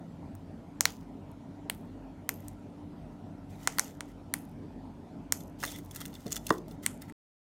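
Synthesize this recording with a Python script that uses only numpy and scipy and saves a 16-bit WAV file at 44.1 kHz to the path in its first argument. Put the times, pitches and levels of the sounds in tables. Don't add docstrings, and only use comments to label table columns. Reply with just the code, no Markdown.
import sys
import numpy as np
from scipy import signal
from scipy.fft import rfft, irfft
from scipy.io import wavfile
from scipy.ndimage import uniform_filter1d

SR = 44100
rng = np.random.default_rng(int(sys.argv[2]) if len(sys.argv) > 2 else 0)


def int16_out(signal):
    q = np.round(np.clip(np.atleast_2d(signal).T, -1, 1) * 32767)
    wavfile.write(sys.argv[1], SR, q.astype(np.int16))


N = 328986
SLIP_SPREAD_DB = 3.6


def gain_of(db):
    return 10 ** (np.asarray(db) / 20)


def evened(x):
    return x / np.sqrt(np.mean(x ** 2) + 1e-20)


def read(points, hz):
    f, value = np.transpose(points)
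    return np.interp(np.log(hz + 1), np.log(f + 1), value)


def add(mix, s, sound):
    part = mix[..., round(s * SR):][..., :sound.shape[-1]]
    part += sound[..., :part.shape[-1]]


def coloured(x, points):
    spectrum = rfft(x)
    hz = np.fft.rfftfreq(len(x), 1 / SR)
    return irfft(spectrum * gain_of(read(points, hz)), len(x))


def ring(modes, extra_db, seconds, rise_s, late_s=0):
    hz, db, t60 = np.transpose(modes)[:, :, None]
    t = np.maximum(np.arange(round(seconds * SR)) / SR - late_s, 0)
    sign = (-1.) ** np.arange(len(modes))[:, None]
    decay = gain_of(db + extra_db[:, None] - 60 * t / t60)
    out = (sign * decay * np.sin(2 * np.pi * hz * t)).sum(0)
    out *= 1 - np.exp(-t / rise_s)
    return out / abs(out).max()


def hum():
    # (frequency [Hz], level [dB])
    air_colour = [(25, -43.5), (40, -24.5), (62, -13), (80, -6), (125, -7), (156, -2), (278, -4),
                  (330, -8.5), (430, -11.5), (510, -15.5), (600, -12), (782, -15.5), (950, -16.5),
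                  (1150, -27), (1330, -25), (1600, -30.5), (2310, -33.5), (9000, -47), (14500, -54),
                  (16500, -71.5)]
    # (frequency [Hz], width [Hz], rms level [dB])
    hum_tones = [(47.5, 6.6, -59), (86, 4.7, -62.5), (97, 8.2, -56), (146, 6.5, -61.5), (169, 8, -58),
                 (192, 8, -63.5), (233.2, 14, -58), (267, 7.4, -56.5), (292.6, 13, -54.5)]
    air_db, patch_db = -49, 2.22
    hz = np.fft.rfftfreq(N, 1 / SR)
    air = coloured(rng.standard_normal(N), air_colour)
    z = signal.stft(air, nperseg=1024, noverlap=768)[2]
    over_pitch = uniform_filter1d(rng.standard_normal(z.shape), 8, 0)
    patches = evened(uniform_filter1d(over_pitch, 12, 1))
    drifting = signal.istft(z * gain_of(patch_db * patches), nperseg=1024, noverlap=768)[1][:N]
    out = gain_of(air_db) * evened(drifting)
    for f, width, db in hum_tones:
        band = rfft(rng.standard_normal(N)) / (1 + (2 * (hz - f) / width) ** 2)
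        out += gain_of(db) * evened(irfft(band, N))
    return out


def snaps():
    # (time [s], rebound delay [ms], level with the energy packed into snap_ms [dB],
    # then nine zone levels, low to high, against the zone at 6200 Hz [dB])
    presses = [(0.351, 0.57, -43.5, -3, 14, -8, -10, -21, -11, 9, 6.0, 12),
               (0.807, 0.6, -9, -10, -12, -10.5, -8, -20, -7, -5.5, -4.5, -1),
               (0.8536, 0.53, -8, -5.5, 0.5, 2, 5, -5, 4.5, -2.5, -6.5, 4),
               (1.315, .6, -54.5, 0, 6.5, 0.5, -6, -13.0, -7.5, 9.0, 16, 9.5),
               (1.6976, 0.091, -17.5, 9, 2.5, 14.5, 16.5, 22.5, 13.5, 15.5, 9.5, 20),
               (2.2904, 0.55, -15, 0.5, 1.5, 3.5, 7, -5, -2, 3, 10.5, 3),
               (2.482, .6, -34.5, -22.5, -21, -13.0, -18, -19, -5, 7, 10, 2),
               (3.673, 0.57, -10.5, 0.5, 4, -1, -4.5, -5.5, -4.5, 0, -6, -11),
               (3.784, 0.61, -16.5, 8.5, 15, 11, 13, 5.5, 12.5, 5, 15, 8),
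               (3.794, .5, -10, -16, -3.5, -5.5, -23, -31, -12, -0.5, -1, -14),
               (4.006, 0.553, -25.5, -12.5, 9.5, 3.5, 6, 6.5, 2.5, 4, -2, -9),
               (4.338, 0.53, -15, -0.5, 2, 8.5, 2.5, -3, 3, 9.5, 10.5, 12),
               (5.322, 0.57, -10.5, -9, -11, -7, -11.5, -12, -11, 1, -4, -8),
               (6.862, 0.47, -12, -4, -4, 4.5, 1, 13, -2.5, 12.5, 7.5, -2),
               (7.097, 0.62, -39.5, -6.5, -9.5, 22.5, 8, 5, -15, 16, -10, -4)]
    # (frequency [Hz], level [dB], t60 [s])
    shell_modes = [(490, -12, 0.0027), (600, -4, .007), (753, 0, 0.007), (980, 1, 0.0067),
                   (1440, -3, 0.0084), (1724, 0, 0.0044), (2075, 2, 0.0063), (2350, -0.5, .005),
                   (2600, 0.5, 0.0047), (3090, -4.5, 0.0042), (3680, 0.5, 0.0033), (3850, -3, 0.0034),
                   (4300, 7.5, 0.0034), (4760, 2.5, 0.00042), (5810, 7.5, 0.0033), (6860, -2.5, 0.0061),
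                   (7383, 3.5, 0.0026), (8430, 2, 0.0034), (9460, 1.5, 0.0041), (11200, -3, 0.0041),
                   (11350, 2.5, 0.0023), (12100, 0, .003), (12900, 2.5, 0.0025), (16000, -6.5, 0.0071)]
    zones_hz = [700, 1100, 2000, 2550, 3100, 4200, 6200, 8600, 11500, 15000]
    snap_ms, start_delay_s = 0.52, .0008
    rebound_db, rebound_mix_db, rebound_detune = -6, 1, .008
    blur_hz, spread_db = 2640, 4
    out, hz = np.zeros((3, N)), np.array(shell_modes)[:, 0]
    mixes = rng.standard_normal((len(presses), 3, len(shell_modes)))
    for (s, late_ms, db, *zone_db), (detune, strength, lean) in zip(presses, mixes):
        all_zones_db = np.insert(zone_db, zones_hz.index(6200), 0)
        tilt_db = read(list(zip(zones_hz, all_zones_db)), hz)
        shifted = np.array(shell_modes) * np.c_[1 + rebound_detune * detune, np.ones((len(hz), 2))]
        lean_db = lean * (0.69 + 4.4 * (hz / 16000) ** 2)
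        first, second = [], []
        for side in (1, -1):
            side_db = tilt_db + side * lean_db
            first.append(ring(shell_modes, side_db, .03, rise_s=.0005))
            second.append(ring(shifted, side_db + rebound_mix_db * strength, .03,
                               rise_s=0.00021, late_s=late_ms / 1000))
        blow = np.array(first) + gain_of(rebound_db) * np.array(second)
        blow *= np.sqrt(2 * snap_ms * SR / 1000) / np.linalg.norm(blow)
        length = blow.shape[1]
        power = uniform_filter1d(abs(rfft(blow[0])) ** 2, round(blur_hz * length / SR))
        spread = np.roll(irfft(np.sqrt(abs(power)), length), 40)
        spread[80:] = 0
        spread *= gain_of(spread_db) * np.linalg.norm(blow) / np.linalg.norm(spread) / 2
        add(out, s + start_delay_s, gain_of(db) * np.vstack([blow, spread]))
    return out * gain_of([[-.3], [.3], [0]])


def room(x):
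    # (frequency [Hz], t60 [s])
    tail_t60 = [(300, 0.47), (700, 0.35), (1400, 0.19), (2500, 0.2), (4000, 0.17), (7000, 0.22),
                (12000, 0.089)]
    # (frequency [Hz], level [dB])
    tail_colour = [(300, 5), (700, 4.5), (1400, 2), (2500, 0), (4000, 0.5), (7000, -1), (12000, -1),
                   (16000, -10)]
    # (frequency [Hz], level [dB])
    near_colour = [(500, -11.5), (1500, -9.5), (3000, -6), (5000, -5.5), (6500, 0), (8500, -5), (12000, 4),
                   (15500, 1), (16500, -11.5)]
    lumpy_db = 6.5
    delay = 30
    out, turn = np.zeros((2, N)), np.pi * np.arange(N) / SR / .07
    for k in range(3):
        hz, t, z = signal.stft(rng.standard_normal(SR // 2), SR, nperseg=256)
        fall_db = read(tail_colour, hz)[:, None] - 60 * t / read(tail_t60, hz)[:, None]
        tail = signal.istft(z * gain_of(fall_db), SR, nperseg=256)[1]
        both = gain_of(-19.0) * tail / np.linalg.norm(tail)
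        size = len(tail)
        for db, t60 in ((-29, 0.01), (-21.0, 0.29)):
            near = np.array([coloured(v, near_colour) for v in rng.standard_normal((3, size))])
            near = near * gain_of(-60 * np.arange(size) / SR / t60)
            clumps = evened(uniform_filter1d(rng.standard_normal(size), size=130))
            near = (near[0] + .5 * near[1:]) * gain_of(lumpy_db * clumps)
            both = both + gain_of(db) * near / np.linalg.norm(near[0])
        share = np.sqrt(2 / 3) * np.cos(turn + k * np.pi / 3)
        out[:, delay:] += signal.oaconvolve((x * share)[None], both, axes=1)[:, :N - delay]
    return out


def slides():
    # (start [s], length [s], rustle level [dB], rub level [dB])
    strokes = [(2.357, 0.21, -70.5, -69.5), (3.486, 0.097, -67, -74), (3.562, 0.39, -59, -62),
               (3.853, 0.078, -66.5, -66.5), (4.072, 0.063, -69, -63), (5.585, 0.16, -51.5, -69),
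               (5.63, 0.026, -57, -38), (5.644, 0.18, -55, -58.5), (5.806, 0.14, -69, -85),
               (5.916, 0.2, -56.5, -58.5), (6.094, 0.24, -63.5, -68.5), (6.257, 0.085, -61.5, -69),
               (6.31, 0.046, -48, -58.5), (6.352, 0.033, -43, -58), (6.408, 0.087, -69, -76),
               (6.442, 0.16, -56, -64), (6.672, 0.092, -65.5, -73), (6.822, 0.064, -53, -53.5),
               (6.89, 0.053, -86, -59.5), (7.002, 0.069, -63.5, -60.5), (7.077, 0.034, -62.5, -61.5)]
    # (frequency [Hz], level [dB])
    rustle_colour = [(1650, -46), (2450, -8), (3450, -3), (4120, -7), (5670, -5.5), (7200, -4.5),
                     (10600, -9), (15100, -7.5), (16100, -17), (16500, -36.5)]
    # (frequency [Hz], level [dB])
    rub_colour = [(900, -52), (1300, 2), (1600, -9), (2050, 2), (2500, -24.5), (3100, -10), (5000, -70.5)]
    grip_share, lift_share, fade_db = 0.19, 0.24, -6.5
    level = np.zeros((2, N))
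    for start, length, rustle_db, rub_db in strokes:
        share = np.linspace(0, 1, round(length * SR))
        swell = np.minimum(share / grip_share, 1)
        lift = np.minimum((1 - share) / lift_share, 1)
        shape = swell * lift * gain_of(fade_db * np.maximum(share - grip_share, 0))
        add(level, start, gain_of([[rustle_db], [rub_db]]) * shape)
    level = uniform_filter1d(level, 400)
    out = np.zeros(N)
    for gain, colour, per_s in zip(level, (rustle_colour, rub_colour), (900, 250)):
        sizes = gain_of(SLIP_SPREAD_DB * np.minimum(rng.exponential(1, N), 5))
        slips = sizes * (rng.random(N) < per_s / SR)
        flutter = 1.2 + evened(signal.lfilter([1], [1, -.985], slips))
        out += gain * evened(coloured(flutter * rng.standard_normal(N), colour))
    return out


def scrapes():
    # (start [s], length [s], level [dB], pitch of the strongest mode [Hz])
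    strokes = [(3.511, 0.043, -67.5, 2470), (3.539, 0.027, -69, 3870), (3.58, 0.039, -68, 2370),
               (5.659, 0.045, -49, 3560), (5.725, 0.054, -53.5, 3440), (5.78, 0.015, -58, 3460),
               (5.905, 0.016, -56.5, 3380), (5.994, 0.038, -53.5, 3280), (6.138, 0.034, -65, 3400)]
    # (share of that pitch [ratio], level [dB], t60 [s])
    scraped_modes = [(.585, -6, .02), (1, 1, .016), (1.6, -6.5, 0.014), (1.87, -7.5, .014),
                     (2.6, -7, 0.011)]
    slips_per_s, loudest_slip = 380, 3
    out = np.zeros(N)
    sizes = gain_of(SLIP_SPREAD_DB * np.minimum(rng.exponential(1, N), loudest_slip))
    slips = sizes * (rng.random(N) < slips_per_s / SR)
    slips = slips + 0.018 * rng.standard_normal(N)
    for start, length, db, pitch_hz in strokes:
        part = slips[round(start * SR):][:round(length * SR)]
        modes = np.array(scraped_modes) * [pitch_hz, 1, 1]
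        body = ring(modes, np.zeros(len(modes)), .05, rise_s=.0003)
        sound = np.convolve(part * np.sqrt(np.hanning(len(part))), body)
        add(out, start, gain_of(db) * sound / np.linalg.norm(sound) * np.sqrt(len(part)))
    return out


def key_ring():
    # (time [s], peak level [dB], brightness [dB per octave], dull knock of the clasp [dB],
    # small links near link_hz [dB], chatter length [ms])
    ticks = [(3.749, -45.5, -2, -5, -1, 1.9), (3.8556, -43.5, -5, -11, 2, 2.1),
             (3.867, -49, -5, -8, 0, 1.5), (3.879, -41, -5, -3, 9, 2), (3.892, -48, -9, 3, 0, 1.9),
             (5.405, -41.5, -2, 0, 1, 4.1), (5.6028, -37.5, -3, -9, 3, .6), (5.6065, -48, -6, 1, 1, 1),
             (5.627, -31.5, -3.5, -1, 0, 4.2), (5.6292, -29, -4, 13, -1, 3.3),
             (5.636, -20.5, -3, 8, 1, 1.5), (5.6414, -21, -2, 8, 1, 1.3), (5.65, -22.5, 1, -5, -5, 1.5),
             (5.659, -31, 6, 5, 0, 1.4), (5.662, -28, 7, 2, 2, 3.3), (5.6868, -49, 1, 0, 9, 2),
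             (5.7168, -32.5, 2, -8, 6, 0.61), (5.72, -34, -4, -8, 0, 2.5), (5.761, -38.5, 2, -6, -2, 1.5),
             (5.786, -38.5, 8, 17, 0, 6.8), (5.8481, -46.5, 8, 1, 5, 2.6), (5.8587, -48, 4, 4, 0, 3),
             (5.91, -38, 4, -7, 4, 3.2), (5.9166, -42, 10, 6, 2, 3), (5.9465, -36.5, 5, 0, 4, 3.7),
             (5.9595, -28, 3, -1, 1, 2.5), (5.9638, -33, 3, 2, 1, 1.8), (6.0038, -32, 0, 0, 3, 1.8),
             (6.008, -32, 3, 6, -1, 4.4), (6.0143, -28, 0.5, 4, -8, 2.5), (6.054, -30, 0, 3, 1, 1.4),
             (6.059, -33, 4, -4, 4, 2.5), (6.0783, -44, 5, -8, 4, 4), (6.13, -45, -14, -13, -4, 2.2),
             (6.14, -40, -3, -13, -6, 1.5), (6.15, -43, -1, -12, 4, 1), (6.153, -36, -6, -23, -6, 1.35),
             (6.2595, -44, -3.5, -12, 0.5, 2.3), (6.265, -36.5, -4, -15.5, 2, 3.4),
             (6.2785, -39.5, -6, -6, 4, 2.7), (6.306, -37.5, 1, 1, 4.5, 1.5), (6.314, -38.5, 0, 3, 3, 0.9),
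             (6.3163, -37.5, -1, -0.5, 5, 1), (6.319, -32.5, -1.5, 0.5, 5, 1),
             (6.321, -20.5, 0.5, -11, 13.5, 1.7), (6.326, -20.5, 2, -8.5, 10.5, 2.8),
             (6.346, -36.5, 0.5, 7.5, 6.5, 3.8), (6.3585, -24.5, 3, -2.5, 7, 0.91),
             (6.3627, -29, -1, 3, 3, 0.65), (6.3653, -23.5, -2, -5.5, -2.5, 1.5),
             (6.374, -36, -3, -12.5, 5, 1.2), (6.4662, -28.5, -1.5, -21.5, -2, 4.8),
             (6.482, -39.5, -7, -5, 1, 3.6), (6.492, -30.5, -3, -5, -0.5, 2.2),
             (6.5032, -22, -7.5, -12.5, -1.5, 3.3), (6.5233, -37.5, 4.5, 6, 0, 3.6),
             (6.537, -40.5, 6.5, 7, 1.5, 4.13), (6.58, -42.5, -1, -10.5, 2, 4),
             (6.682, -44, 3, -7, -3, 1.2), (6.711, -42, -2.5, -14.5, -1, 4.3), (6.721, -50, 13, -6, 0, 1.8),
             (7.0182, -38, 2, 0, -4, 5.5)]
    # (frequency [Hz], level [dB], t60 [s])
    ring_modes = [(1230, 7, 0.0043), (1700, -0.5, 0.012), (2015, -6, 0.024), (2740, -4.5, 0.016),
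                  (3550, -2.5, 0.026), (4330, 2, 0.01), (5340, 5.5, 0.0059), (6000, 2.5, 0.0125),
                  (6490, 3.5, 0.011), (7030, 4, 0.0072), (7700, 1, 0.0091), (8120, 4.5, 0.0053),
                  (9200, 3, 0.013), (10400, 2, 0.0031), (11200, 5.5, 0.0054), (12900, 5, 0.0055),
                  (15100, 4.5, 0.0077), (15560, -8.5, 0.0066)]
    clasp_hz, link_hz, link_octaves = 2400, 6800, .35
    first_touch = 5.7
    out, hz, t = np.zeros(N), np.array(ring_modes)[:, 0], np.arange(600) / SR
    spots = rng.standard_normal((len(ticks), len(ring_modes)))
    chatters = rng.standard_normal((len(ticks), len(t))) ** 3
    links = np.exp(-(np.log2(hz / link_hz) / link_octaves) ** 2)
    octaves_up = np.log2(np.maximum(hz / clasp_hz, 1))
    for (s, db, bright_db, clasp_db, link_db, length_ms), detune, chatter in zip(ticks, spots, chatters):
        modes = np.array(ring_modes) * np.c_[1 + .02 * detune, np.ones((len(hz), 2))]
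        extra_db = bright_db * octaves_up + clasp_db * (hz < clasp_hz) + link_db * links
        body = ring(modes, extra_db, 0.0307, rise_s=.0001)
        fade = np.exp(-(t * 1000 / max(length_ms, .3)) ** 2)
        tick = np.convolve(np.r_[first_touch, chatter[1:]] * fade, body)
        add(out, s, gain_of(db) * tick / abs(tick).max())
    return out


def knocks():
    # (time [s], peak level [dB], added below 220 Hz [dB], added above 700 Hz [dB])
    touches = [(5.659, -39, 13, -10), (6.261, -27.5, 11.5, -13), (6.268, -35.5, 7.5, -12.5),
               (6.505, -8.5, -2.5, 7.5)]
    # (frequency [Hz], level [dB], t60 [s])
    desk_modes = [(99, -12.5, 0.042), (196, 1, 0.049), (257, -7, 0.062), (316, 4.5, 0.052),
                  (383, 6.5, 0.027), (449, 2, 0.047), (600, 2, 0.022), (698, 0.5, 0.031),
                  (773, -7.5, 0.016), (1041, 7.5, 0.013), (1172, 6.5, 0.01235), (1500, 4, 0.0079),
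                  (1870, -1, 0.011)]
    out, hz = np.zeros(N), np.array(desk_modes)[:, 0]
    for s, db, soft_db, hard_db in touches:
        extra_db = soft_db * (hz < 220) + hard_db * (hz > 700)
        add(out, s, gain_of(db) * ring(desk_modes, extra_db, 0.4, rise_s=0.00067))
    return out


def scene():
    # (frequency [Hz], level [dB])
    desk_send = [(200, 1), (450, 3.5), (650, 0), (1100, -0.5), (1700, 1), (4000, 0.5)]
    clicks, desk = snaps(), knocks()
    handling = key_ring() + slides() + scrapes()
    sent = clicks[-1] + handling + coloured(desk, desk_send)
    close = clicks[:2] + handling * gain_of([[-.2], [.2]]) + desk * gain_of([[-.3], [.3]])
    return close + room(sent) + hum()


def record(dry):
    stop_s, edge_hz = 7.1238, 16700
    running = dry * (np.arange(N) < stop_s * SR)
    low_pass = signal.firwin(255, edge_hz, window=("kaiser", 9), fs=SR)
    return signal.oaconvolve(running, low_pass[None], "same")


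dry = scene()
out = record(dry)
int16_out(out)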